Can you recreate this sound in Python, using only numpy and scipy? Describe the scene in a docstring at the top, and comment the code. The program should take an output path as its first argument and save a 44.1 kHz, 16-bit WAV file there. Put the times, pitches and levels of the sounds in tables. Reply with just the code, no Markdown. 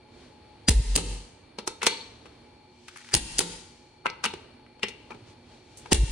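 """In a garage a torque wrench breaks over on a wheel nut: a double steel snap, then a low jolt of the car.
It snaps back as the hand eases, and the socket knocks on nuts and rim. Fine grinding leads into the second
break-over; after its snap back come more knocks, then a last short grind and the hardest break-over.
Blows are coloured noise cracks plus decaying sines; jolts are sinking low notes; grinding is random ticks.
Echoes and slowly swelling room noise surround it; the microphone's gain control ducks under loud sounds."""
import sys
import numpy as np
from scipy import signal
from scipy.fft import rfft, irfft, next_fast_len
from scipy.io import wavfile
from scipy.ndimage import uniform_filter1d, minimum_filter1d

SR = 44100
rng = np.random.default_rng(int(sys.argv[2]) if len(sys.argv) > 2 else 0)


def master(y):
    """Save y as 16-bit WAV."""
    cut = np.clip(np.atleast_2d(y).T, -1, 1)
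    pcm = np.round(cut * 32767)  # scale
    wavfile.write(sys.argv[1], SR, pcm.astype(np.int16))


N = 269836
HIT = np.arange(int(.6 * SR)) / SR  # time axis of one blow (s)
LEAD = len(HIT) // 20  # samples in a short stretch of 30 ms
KNOCK_RISE_S = .001

# break-overs, where the pawl trips and then hits its stop: start_s, travel_s, trip_db, stop_db,
# trip_tilt (dB per octave), trip_rise_s, trip_t60_s, note_db, jolt_db (of the car)
BREAKS = [(0.6846, 0.007, 2, 14.5, -0.5, 0.00079, 0.044, -4.5, 6),
          (3.1403, .0087, 4.5, 12.5, 1, 0.0005, 0.012, -4.5, -10),
          (5.9221, 0.0075, 8.5, 24, -2, 0.001, 0.097, -9, 12.5)]
# snaps back as the hand eases: start_s, travel_s, trip_db, stop_db,
# trip_tilt (dB per octave), trip_rise_s, trip_t60_s, note_db, sway_db (of the car)
RESETS = [(0.954, .0072, -21.5, 2, 2, .00048, 0.11, -20, -26.5),
          (3.3827, .0083, -14, -0.5, 6, .002, 0.019, -17.5, -49.5)]
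# ringing of the wrench tube: pitch_hz, level_db, t60_s
WRENCH_MODES = [(900, -19, .04), (2020, -16, .025), (2790, -7, .045), (2900, -11, .04), (4140, -10, .03),
                (4480, -10, .04), (5020, -10, .04), (5330, -9, .04), (6282, -10, .03), (6700, -9, .03),
                (8570, -9, .08), (9254, -13, .15), (9770, -10, .07)]
# ringing of the wheel with the socket on it: pitch_hz, level_db, t60_s
WHEEL_MODES = [(415, 0, .08), (468, 2, .17), (506, -7, .5), (872, 2, .1), (899, -8, .45), (935, -8, .25),
               (1290, -1, .07), (1475, -10, .15), (1583, -7, .14), (2022, -7, .28), (2073, -5, .18),
               (2196, -10, .22), (2242, -7, .33), (2320, -5, .27), (2353, -10, .3), (2430, -7, .12),
               (2640, -7, .15), (2775, -10, .25), (2853, -9, .2), (3117, -9, .3), (3483, -12, .2),
               (3639, -10, .2), (3720, -7, .25), (3890, -9, .25), (4199, -11, .4), (4298, -6, .35),
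               (4450, -9, .15), (4511, -9, .3), (5260, -5, .08), (5980, -10, .12), (8300, -9, .06),
               (10150, -2, .04)]
# steady hum and air of the garage: pitch_hz, relative level_db per hertz
AIR = [(15, -47), (25, -21), (60, -6), (102, -1.5), (200, -12), (240, -5.5), (354, -8.5), (695, -15.5),
       (840, -16.5), (1330, -22.5), (4370, -24.5), (6740, -45.5), (9840, -34), (11600, -61.5),
       (16000, -57.5)]
# likeness of the left and right channels: pitch_hz, correlation (-1 to 1)
LIKENESS = [(50, 1), (140, 0.99), (250, 0.95), (1000, 0.56), (2500, 0.73), (5000, 0.047), (9000, 0.11),
            (13000, 1)]


def snaps():
    """Steel strikes steel inside the wrench: hard break-overs and lighter snaps back."""
    return pawl(BREAKS, stop_tilt=0.69, tyre_db=-54) + pawl(RESETS, stop_tilt=1, tyre_db=-33.0)


def pawl(rows, stop_tilt, tyre_db):
    """A short noise swell and a brief note lead into the pawl's trip and its slap inside the tube; the tyre hums on."""
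    # colour of the bare contact: pitch_hz, relative level_db per hertz
    snap_colour = [(100, 2.5), (350, 12), (650, -2.5), (900, -1), (1150, -5), (1500, -0.5), (2000, 0),
                   (2800, 2), (3500, 3), (5000, 3.5), (7500, 4.5), (9800, 6), (10900, -5.5), (11700, -11.5),
                   (15500, -5.5)]
    # humming of the tyre: pitch_hz, level_db, t60_s
    tyre_modes = [(173.2, -2, 0.45), (290, -4.5, 0.14), (370, -4, 0.24), (390, -4, 0.34), (480, -6.5, 0.5)]
    note_hz, note_peak_s, note_swell_s, note_fade_s = 4810, 0.0027, 0.003, 0.0023
    trip_top_hz, trip_left_db, swell_db = 8420, -0.5, -23.5
    out, hz = np.zeros((2, N)), bins(len(HIT))
    colour = at_hz(snap_colour, hz)
    octaves = np.log2(np.maximum(hz, 100) / 4000)  # tilts pivot at 4 kHz
    dull = -10 * np.log10(1 + (hz / trip_top_hz) ** 8)  # trip and swell lose their top
    t = HIT - HIT[LEAD]
    note_envelope = np.exp(-np.maximum(-t / note_swell_s, t / note_fade_s))
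    note = np.sin(2 * np.pi * note_hz * t) * note_envelope
    for start_s, travel_s, trip_db, stop_db, trip_tilt, rise_s, t60_s, note_db, _ in rows:
        trip = strike(colour + dull + trip_tilt * octaves, rise_s, t60_s, WRENCH_MODES, 0,
                      ring_db=-13.0, scatter_db=9.5)
        stop = strike(colour + stop_tilt * octaves, 0.00043, 0.016, WRENCH_MODES, 0,
                      ring_db=-15.5, scatter_db=1.0)
        swell, lead_s = noise_swell(colour + dull, swell_s=.003)
        add(out, from_db(trip_db + swell_db) * swell, start_s - lead_s)
        add(out, from_db(note_db) * note, start_s + note_peak_s + t[0])
        add(out, from_db(trip_db) * lean(trip_left_db) * trip, start_s)
        add(out, from_db(stop_db) * (stop + ring(tyre_modes, tyre_db)), start_s + travel_s)
    return out


def thuds(glide_s):
    """Sudden slack jolts the car, and a harder jolt rebounds more; after each snap back the car sways."""
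    # jolt, two rebounds and a sway after every break-over:
    # delay_s, level_db, pitch_hz, swell_s, start_hz, follow (dB per dB of jolt)
    car_motion = [(0, 1.5, 56, 0.021, 298, 1), (0.053, -4.5, 51.3, 0.032, 58.1, 1.52),
                  (0.108, -21, 64, .01, 225, 2.08), (.146, -23.5, 44.84, 0.068, 47.9, 1.43)]
    settle_delay_s, settle_hz, settle_swell_s = .03, 46.8, .09
    out = np.zeros((2, N))
    for start_s, *_, jolt_db in BREAKS:
        for delay_s, level_db, pitch_hz, swell_s, start_hz, follow in car_motion:
            heave = shudder(pitch_hz, start_hz, swell_s, glide_s, rumble_db=-29.0)
            add(out, from_db(level_db + follow * jolt_db) * heave, start_s + delay_s)
    for start_s, *_, sway_db in RESETS:
        sway = shudder(settle_hz, settle_hz, settle_swell_s, glide_s, rumble_db=-18.5)
        add(out, from_db(sway_db) * sway, start_s + settle_delay_s)
    return out


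def knocks(crack_db, swell_db):
    """Socket knocks and the dull body of the snaps; each contact's hardness colours crack and wheel ring alike."""
    # knocks on nuts and rim, and the dull body of the snaps: start_s, level_db,
    # hardness (tilt, dB per octave), clank_db (of the struck spot), clank_hz, t60_s
    knock_rows = [(.9745, -15.5, -3.5, 2, 805, 0.066), (1.5857, -28, -1, -5.5, 1550, 0.055),
                  (1.6751, -14, 2.5, -12, 2440, 0.018), (1.8186, -20, 0.5, 13, 2000, 0.016),
                  (1.829, -20, 6, 14, 1010, 0.069), (1.847, -30, -4.5, 15, 3270, .035),
                  (1.8585, -27.5, 2, 0, 1427, 0.015), (1.8659, -8, 3.5, -15, 985, 0.0485),
                  (1.8692, -6.5, 0.5, -0.5, 1250, 0.022), (2.256, -44, -2, 0.5, 1420, 0.09),
                  (2.8811, -36.5, 5, 10, 1520, 0.056), (2.9612, -40.5, 1, 14, 1450, 0.027),
                  (2.972, -37, 16, -17, 1400, 0.013), (3.0885, -40, 4, 11, 1880, 0.025),
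                  (3.403, -17.5, 4, 14, 970, .06), (4.0578, -12.5, -2.5, 17.5, 1300, 0.015),
                  (4.0648, -16.5, -2.5, 10.5, 2100, 0.0208), (4.0993, -32, -6.5, 30, 5100, 0.024),
                  (4.2392, -18, 3.5, 10.5, 1050, 0.041), (4.2455, -20.5, 0, 0, 1200, 0.0232),
                  (4.251, -19, 2.5, 9, 1400, 0.037), (4.2562, -21, 3, -18, 2870, 0.021),
                  (4.2605, -21, -3.5, 21, 2870, 0.032), (4.337, -27.5, -2.5, -7.5, 1250, 0.023),
                  (4.664, -51.5, -1, 17, 1955, 0.024), (4.7945, -46, -1, 0.5, 2970, 0.019),
                  (4.8305, -18, 3, 14.5, 2360, 0.032), (4.8365, -24.5, -2.5, -1, 850, 0.035),
                  (4.883, -34, 1, -15, 1100, 0.065), (5.1045, -35.5, -3, 5.5, 1040, 0.11),
                  (5.144, -38.5, -5, -8.5, 1390, 0.063), (5.771, -44, 23, 5, 2020, 0.17),
                  (5.859, -30.5, -3, 4, 1187, 0.017), (5.9235, 2.5, -5, 16, 708, .04)]
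    # colour common to the knocks: pitch_hz, relative level_db per hertz
    knock_colour = [(60, -22.5), (170, 5), (280, -5.5), (420, 7), (650, -3.5), (880, 7.5), (1060, 3.5),
                    (1300, 6.5), (1750, 1.5), (2200, 5.5), (2650, 9), (3150, 5), (3500, 5), (4500, 4.5),
                    (4950, 1.5), (5350, 4), (7000, 0), (9500, -1.5), (10300, -4.5), (12000, -25.5),
                    (14700, -4.5), (16000, -17.5)]
    out, hz = np.zeros((2, N)), bins(len(HIT))
    mode_hz = np.array(WHEEL_MODES)[:, 0]
    for start_s, level_db, tilt, clank_db, clank_hz, t60_s in knock_rows:
        bands, share_db = contact(tilt, clank_db, clank_hz)
        density_db = share_db - 10 * np.log10(bands)  # band share to level per hertz
        colour = at_hz(knock_colour, hz) + at_hz(np.c_[bands, density_db], hz)
        weight_db = at_hz(np.c_[bands, share_db], mode_hz)
        sound = strike(colour, KNOCK_RISE_S, t60_s, WHEEL_MODES, weight_db, ring_db=-26.0, scatter_db=3.0)
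        add(out, from_db(level_db + crack_db) * sound, start_s)
        swell, lead_s = noise_swell(colour, swell_s=0.0034)
        add(out, from_db(level_db + swell_db) * swell, start_s - lead_s)
    return out


def contact(tilt, clank_db, clank_hz):
    """How a contact shares out its energy: harder is brighter, and the struck spot favours or mutes one range."""
    clank_octaves, socket_low_hz = 0.85, 339
    hz = np.geomspace(130, 7500, 17)
    octaves = np.log2(hz / clank_hz)
    clank = clank_db * np.exp(-(octaves / clank_octaves) ** 2)
    bass_loss = 10 * np.log10(1 + (socket_low_hz / hz) ** 4)  # a small socket radiates little bass
    db = tilt * octaves + clank - bass_loss
    return hz, db - 10 * np.log10(np.mean(from_db(db) ** 2))


def pings():
    """A blow that reaches the wrench tube rings it, mostly in the modes that suit the struck spot."""
    # blows that ring the tube: start_s, level_db, favoured pitch_hz
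    ping_rows = [(0.6837, -8, 2850), (1.586, -25, 4480), (1.675, -33, 9650), (3.149, -5, 2800),
                 (4.058, -27, 2800), (4.0987, -31.5, 4480), (4.2398, -15.5, 5400), (4.2587, -16.5, 2800),
                 (4.831, -17, 2800), (4.834, -21, 5000), (5.9245, 15, 2800)]
    width_octaves = .3
    out = np.zeros((2, N))
    mode_hz = np.array(WRENCH_MODES)[:, 0]
    attack = np.minimum(HIT / KNOCK_RISE_S, 1)
    for start_s, level_db, pitch_hz in ping_rows:
        weight_db = -10 * (np.log2(mode_hz / pitch_hz) / width_octaves) ** 2
        add(out, from_db(level_db) * attack * ring(WRENCH_MODES, weight_db), start_s)
    return out


def thumps():
    """The wheel takes the weight of the wrench in short, dull, low notes."""
    # thumps of the wheel: start_s, level_db, pitch_hz, swell_s
    thump_rows = [(0.963, -19.5, 290, 0.0094), (.968, -22, 93, 0.017), (1.584, -40.5, 215, 0.007),
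                  (1.675, -28.5, 380, 0.0038), (1.83, -30, 430, 0.0046), (1.834, -40, 213, 0.0097),
                  (1.867, -18.5, 443, 0.0045), (3.149, -15, 330, 0.011), (3.399, -20.5, 380, 0.0051),
                  (4.255, -36, 220, 0.0073), (4.338, -41.5, 334, 0.0069), (4.833, -27, 209, 0.0027),
                  (5.11, -51.5, 242.7, 0.017), (5.139, -46, 112, 0.034), (5.924, 0, 550, 0.0039),
                  (5.933, -18, 237, 0.015), (5.941, -10, 135, 0.017)]
    out = np.zeros((2, N))
    for start_s, level_db, pitch_hz, swell_s in thump_rows:
        thump = shudder(pitch_hz, pitch_hz, swell_s, glide_s=1, rumble_db=-21)  # steady pitch
        add(out, from_db(level_db) * thump, start_s)
    return out


def rattles():
    """The loose socket buzzes on the wheel: a dying run of tiny contacts excites one cluster of its modes."""
    # buzzes after some knocks: start_s, level_db, centre_hz, t60_s
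    rattle_rows = [(1.868, -34, 4180, 0.6), (1.872, -33.5, 2250, 0.2), (4.064, -41, 2250, 0.19),
                   (4.258, -45, 2400, 0.23), (4.262, -44, 3650, 0.34), (4.836, -37, 2200, 0.22),
                   (4.84, -43, 3230, 0.21), (5.107, -41, 2530, 0.089)]
    width_octaves, ticks_per_s, damped_t60_s = 0.13, 500, .016
    out = np.zeros((2, N))
    damped = [(hz, db, damped_t60_s) for hz, db, _ in WHEEL_MODES]  # the touching socket damps the ring
    mode_hz = np.array(damped)[:, 0]
    attack = np.minimum(HIT / KNOCK_RISE_S, 1)
    for start_s, level_db, centre_hz, t60_s in rattle_rows:
        body = attack * ring(damped, -10 * (np.log2(mode_hz / centre_hz) / width_octaves) ** 2)
        ticks = (rng.random(len(HIT)) < ticks_per_s / SR) * rng.standard_normal(len(HIT))
        buzz = rms_one(signal.fftconvolve(ticks[None], body, axes=1)[:, :len(HIT)])
        add(out, from_db(level_db - 60 * HIT / t60_s) * buzz, start_s)
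    return out


def grind(slips_per_s, spread_db):
    """Tiny uneven slips between socket and nut as the load comes on; each rough spot ticks in its own way."""
    # flares of grinding: peak_s, level_db
    grind_rows = [(2.89, -60.5), (2.973, -48.5), (3.036, -61.5), (3.127, -41), (5.862, -56)]
    # colour of a slip: pitch_hz, relative level_db per hertz
    grind_colour = [(300, -19), (900, -17), (1500, 6), (2700, -2), (3800, -14.5), (6000, -7.5),
                    (10000, -8.5), (12000, -33)]
    rise_db_per_s, fall_db_per_s, slip_s, spots = 491, 183, .0008, 6
    t = np.arange(N) / SR
    load = sum(from_db(level_db - np.maximum(rise_db_per_s * (peak_s - t), fall_db_per_s * (t - peak_s)))
               for peak_s, level_db in grind_rows)
    out = 0
    for _ in range(spots):
        strength = from_db(spread_db * np.clip(rng.standard_normal(N), -2, 2))
        slips = (rng.random(N) < slips_per_s / spots / SR) * strength
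        tick = burst(at_hz(grind_colour, bins(len(HIT))), HIT * np.exp(-HIT / slip_s), even_hz=600)
        out = out + signal.oaconvolve(slips[None], tick[:, :LEAD], axes=1)[:, :N]
    return load * rms_one(out)


def background():
    """Low room noise with faint hums and narrow whirs, and slow swells of low noise and of soft bright noise."""
    # slow swells of low noise and of soft bright noise: centre_s, half_length_s, low_db, bright_db
    swell_rows = [(0.22, 0.077, -53.5, -62), (0.653, 0.61, -55.5, -71), (1.552, 0.68, -58, -94.5),
                  (2.26, 0.3, -54.5, -67.5), (3.134, 0.21, -75.5, -53.5), (3.595, 0.27, -58.5, -61.5),
                  (4.385, 0.23, -53.5, -75.5), (5.155, 0.3, -54.5, -67), (5.296, 0.026, -56, -59.5),
                  (5.536, 0.058, -54, -62), (5.849, 0.16, -54.5, -58.5)]
    # lean of the room noise: pitch_hz, left_db (the right gets the opposite)
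    air_lean = [(50, -0.5), (130, 0), (260, 0), (500, -3), (2000, -0.5)]
    # colour of the soft bright noise: pitch_hz, relative level_db per hertz
    bright_colour = [(500, -9.5), (1500, -3.5), (3200, 8), (5500, 5), (9500, -4.5), (11500, -22.5),
                     (16000, -21)]
    # faint hums and whirs: centre_hz, width_hz, level_db
    air_peaks = [(238, 12, -66), (360, 12, -66), (846, 12, -66), (870, 150, -68), (2340, 130, -69.5),
                 (4360, 190, -68)]
    air_db = -61
    size = next_fast_len(N, real=True)
    size += size % 2
    hz, t = bins(size), np.arange(size) / SR
    centre_s, half_s, low_db, bright_db = np.transpose(swell_rows)
    swells = np.exp(-((t - centre_s[:, None]) / half_s[:, None]) ** 2)
    low_level = np.sqrt(from_db(air_db) ** 2 + from_db(low_db) ** 2 @ swells)
    low = low_level * noise(at_hz(AIR, hz) + at_hz(air_lean, hz) * np.array([[1], [-1]]), size)
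    bright = np.sqrt(from_db(bright_db) ** 2 @ swells) * noise(at_hz(bright_colour, hz), size)
    hum_power = 0
    for centre_hz, width_hz, level_db in air_peaks:
        peak = rms_one(1 / (1 + ((hz - centre_hz) / width_hz * 2) ** 2))
        hum_power = hum_power + (from_db(level_db) * peak) ** 2
    hums = np.sqrt(hum_power.mean()) * noise(10 * np.log10(hum_power), size)
    return (low + bright + hums)[:, :N]


def garage(x, near_db, far_db, near_t60, delay_s):
    """Quick echoes off the floor and car side, then the tail of the garage, dying band by band."""
    # hollow of the wheel and its well, heard in the echoes: pitch_hz, relative level_db
    echo_colour = [(80, 7.5), (170, 5.5), (300, 2), (410, 5), (490, 3.5), (650, -4), (800, 1), (895, 4),
                   (1020, -2), (1800, -1.5), (2300, -1), (3100, 1.5), (4300, -0.5), (5200, -3.5),
                   (10000, -3.5), (11500, -13.5), (15000, -27)]
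    # decay of the garage: pitch_hz, t60_s
    garage_t60 = [(100, 0.68), (400, 0.51), (1000, 0.78), (3000, 0.64), (6000, 0.7), (10000, 0.53),
                  (11500, 0.084), (16000, 0.15)]
    t, hz = np.arange(SR) / SR, bins(SR)
    colour = at_hz(echo_colour, hz)
    spectrum = rfft(noise(colour, SR))
    centres = np.geomspace(60, 16000, 24)
    place = np.interp(hz, centres, np.arange(len(centres)))
    tail = 0
    for k, centre_hz in enumerate(centres):
        band = irfft(spectrum * np.maximum(1 - abs(place - k), 0), SR)  # overlapping triangles
        tail = tail + band * from_db(-60 * t / at_hz(garage_t60, centre_hz))
    near = burst(colour, from_db(-60 * t / near_t60), even_hz=119.2)
    echo = (from_db(near_db) * rms_one(near) + from_db(far_db) * rms_one(tail)) / np.sqrt(SR)
    echo = np.pad(echo, ((0, 0), (max(round(delay_s * SR), 0), 0)))
    return signal.fftconvolve(x, echo, axes=1)[:, :N]


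def ports(x, lag_s):
    """Sound reaches the left microphone port a moment after the right, with its own balance at each pitch."""
    # balance of the ports: pitch_hz, left_over_right_db
    port_lean = [(50, .5), (140, -1), (300, -2), (430, -4), (620, 3), (880, 6), (1400, 1.5), (2100, 2.5),
                 (2800, 5.5), (3700, 1.5), (4800, 3.5), (6500, 0)]
    size = next_fast_len(2 * N, real=True)
    hz = bins(size)
    gains = lean(at_hz(port_lean, hz) / 2)
    gains = gains / np.sqrt(np.mean(gains ** 2, axis=0))
    lag = np.exp(-2j * np.pi * hz * lag_s * np.array([[1], [0]]))
    return irfft(rfft(x, size) * gains * lag, size)[:, :N]


def strike(colour_db, rise_s, t60_s, modes, weight_db, ring_db, scatter_db):
    """Steel on steel: a grainy crack shaped by the body's modes, then the modes ring, newly weighted each blow."""
    grain_db, ridge_db = 3.5, 1.5  # unevenness each half millisecond; emphasis of modes over gaps
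    attack = np.minimum(HIT / max(rise_s, 1e-4), 1)
    knots = HIT[::20]
    uneven = np.interp(HIT, knots, np.clip(rng.standard_normal(len(knots)), -2, 2))
    grain = rms_one(from_db(grain_db * uneven))
    decay = from_db(-60 * np.maximum(HIT - rise_s, 0) / max(t60_s, .003))
    crack = burst(colour_db + ridge_db * ridges(modes), attack * grain * decay, even_hz=510)
    scatter = scatter_db * rng.standard_normal(len(modes))
    return crack + attack * ring(modes, ring_db + weight_db + scatter)


def noise_swell(colour_db, swell_s):
    """A short noise swell leading into a blow; returns the swell and its length (s)."""
    lead = HIT[:LEAD]
    envelope = np.exp(-lead[::-1] / max(swell_s, .001))
    return noise(colour_db, len(HIT))[:, :LEAD] * envelope, lead[-1]


def shudder(pitch_hz, start_hz, swell_s, glide_s, rumble_db):
    """One heave of a heavy body: a note that glides to its pitch, swells and dies, with a little rumble."""
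    pitch = pitch_hz + (start_hz - pitch_hz) * np.exp(-HIT / glide_s)
    age = HIT / max(swell_s, .002)
    swell = age * np.exp((1 - age ** 2) / 2)  # peaks at 1 after swell_s
    hz = bins(len(HIT))
    rumble_colour = at_hz(AIR, hz) - 20 * np.log10(1 + (hz / 400) ** 2)
    rumble = from_db(rumble_db) * noise(rumble_colour, len(HIT))
    return swell * (np.sin(2 * np.pi * np.cumsum(pitch) / SR) + rumble)


def ring(modes, weight_db):
    """Dying sines of a body's modes, with phases slightly unlike in the two channels."""
    hz, level_db, t60_s = np.transpose(modes)
    unlike = np.sqrt(1 - np.clip(at_hz(LIKENESS, hz), -1, 1))
    phase = rng.uniform(0, 2 * np.pi, len(hz)) + rng.normal(0, 1, (2, len(hz))) * unlike
    return np.imag((from_db(level_db + weight_db) * np.exp(1j * phase)) @ swings(hz, t60_s))


def swings(hz, t60_s):
    """One decaying rotation for each mode, losing 60 dB in its t60."""
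    step = np.exp((2j * np.pi * hz - np.log(1000) / np.clip(t60_s, .01, .7)) / SR)
    return np.cumprod(np.broadcast_to(step[:, None], (len(step), len(HIT))), axis=1)


def ridges(modes):
    """+1 on each of a body's modes, -1 in the gaps between them."""
    hz = np.sort(np.array(modes)[:, 0])
    knots = np.r_[hz[0] / 2, hz, hz[-1] * 1.1]
    place = np.interp(bins(len(HIT)), knots, np.r_[-.25, np.arange(len(hz)), len(hz) - .75])
    return np.cos(2 * np.pi * place)


def burst(colour_db, envelope, even_hz):
    """Stereo noise under an envelope, evened so that no chance pitch stands out, then coloured."""
    size = len(envelope)
    spectrum = rfft(noise(0, size) * envelope)
    width = max(int(even_hz * size / SR), 1)
    power = uniform_filter1d(np.mean(abs(spectrum) ** 2, axis=0), size=width)
    even = spectrum * np.sqrt(power.mean() / power)
    return irfft(even * rms_one(from_db(colour_db)), size) * np.linspace(1, 0, size)


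def noise(colour_db, size):
    """Coloured stereo noise of unit power, its channels as alike at each pitch as LIKENESS says."""
    mid, side = rfft(rng.standard_normal((2, size)))
    alike = np.clip(at_hz(LIKENESS, bins(size)), -1, 1)
    pair = np.sqrt(1 + alike) * mid + np.sqrt(1 - alike) * side * [[1], [-1]]
    return rms_one(irfft(pair * from_db(colour_db), size))


def lean(left_db):
    """Gains of the left and right channels: the right gets the opposite of the left."""
    return from_db(np.array([[1], [-1]]) * left_db)


def from_db(db):
    """Decibels to gain."""
    return 10 ** (np.asarray(db) / 20)


def rms_one(x):
    """Scale to unit power."""
    return x / np.sqrt(np.mean(x ** 2) + 1e-20)


def at_hz(points, hz):
    """Read a table along log frequency."""
    knots, values = np.transpose(points)
    return np.interp(np.log(np.maximum(hz, 1)), np.log(knots), values)


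def bins(size):
    """Frequencies of a spectrum (Hz)."""
    return np.arange(size // 2 + 1) * SR / size


def add(track, sound, start_s):
    """Mix a sound into a track at a time."""
    at = max(round(start_s * SR), 0)
    track[:, at:at + sound.shape[-1]] += sound[..., :N - at]


def scene():
    """Wrench, socket and car in the garage, as they reach the two microphone ports."""
    wrench = snaps()
    socket = knocks(crack_db=-1.0, swell_db=-16.0) + rattles() + pings() + thumps()
    wrench_room = garage(wrench, near_db=-9.5, far_db=-17.5, near_t60=0.12, delay_s=0.013)
    socket_room = garage(socket, near_db=-16.0, far_db=-19.5, near_t60=0.21, delay_s=.004)
    car = thuds(glide_s=0.0072)
    small = grind(slips_per_s=280, spread_db=0.5) + background()
    return ports(wrench + socket + wrench_room + socket_room + car + small, lag_s=3.2e-5)


def gain_control(x, limit_db, hold_s, release_db_per_s):
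    """Looks a little ahead, ducks under loud sounds, holds, then recovers steadily."""
    power = uniform_filter1d(np.mean(x ** 2, axis=0), size=110)
    level_db = 10 * np.log10(np.maximum(power, 1e-12))
    hold = max(int(hold_s * SR), 2)
    # the largest excess over the limit within the hold time
    over = -minimum_filter1d(np.minimum(limit_db - level_db, 0), size=hold, origin=(hold - 1) // 2)
    ramp = release_db_per_s * np.arange(N) / SR
    duck_db = np.maximum.accumulate(over + ramp) - ramp
    return x * from_db(-uniform_filter1d(duck_db, size=60))


def record(dry):
    """Gain control, peaks rounded by a soft limit, and the top cut off at 17.2 kHz."""
    held = gain_control(dry, limit_db=-11.5, hold_s=0.028, release_db_per_s=89.0)
    top_cut = signal.cheby2(14, 70, 17200, fs=SR, output="sos")
    return signal.sosfilt(top_cut, np.tanh(held))


dry = scene()
out = record(dry)
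master(out)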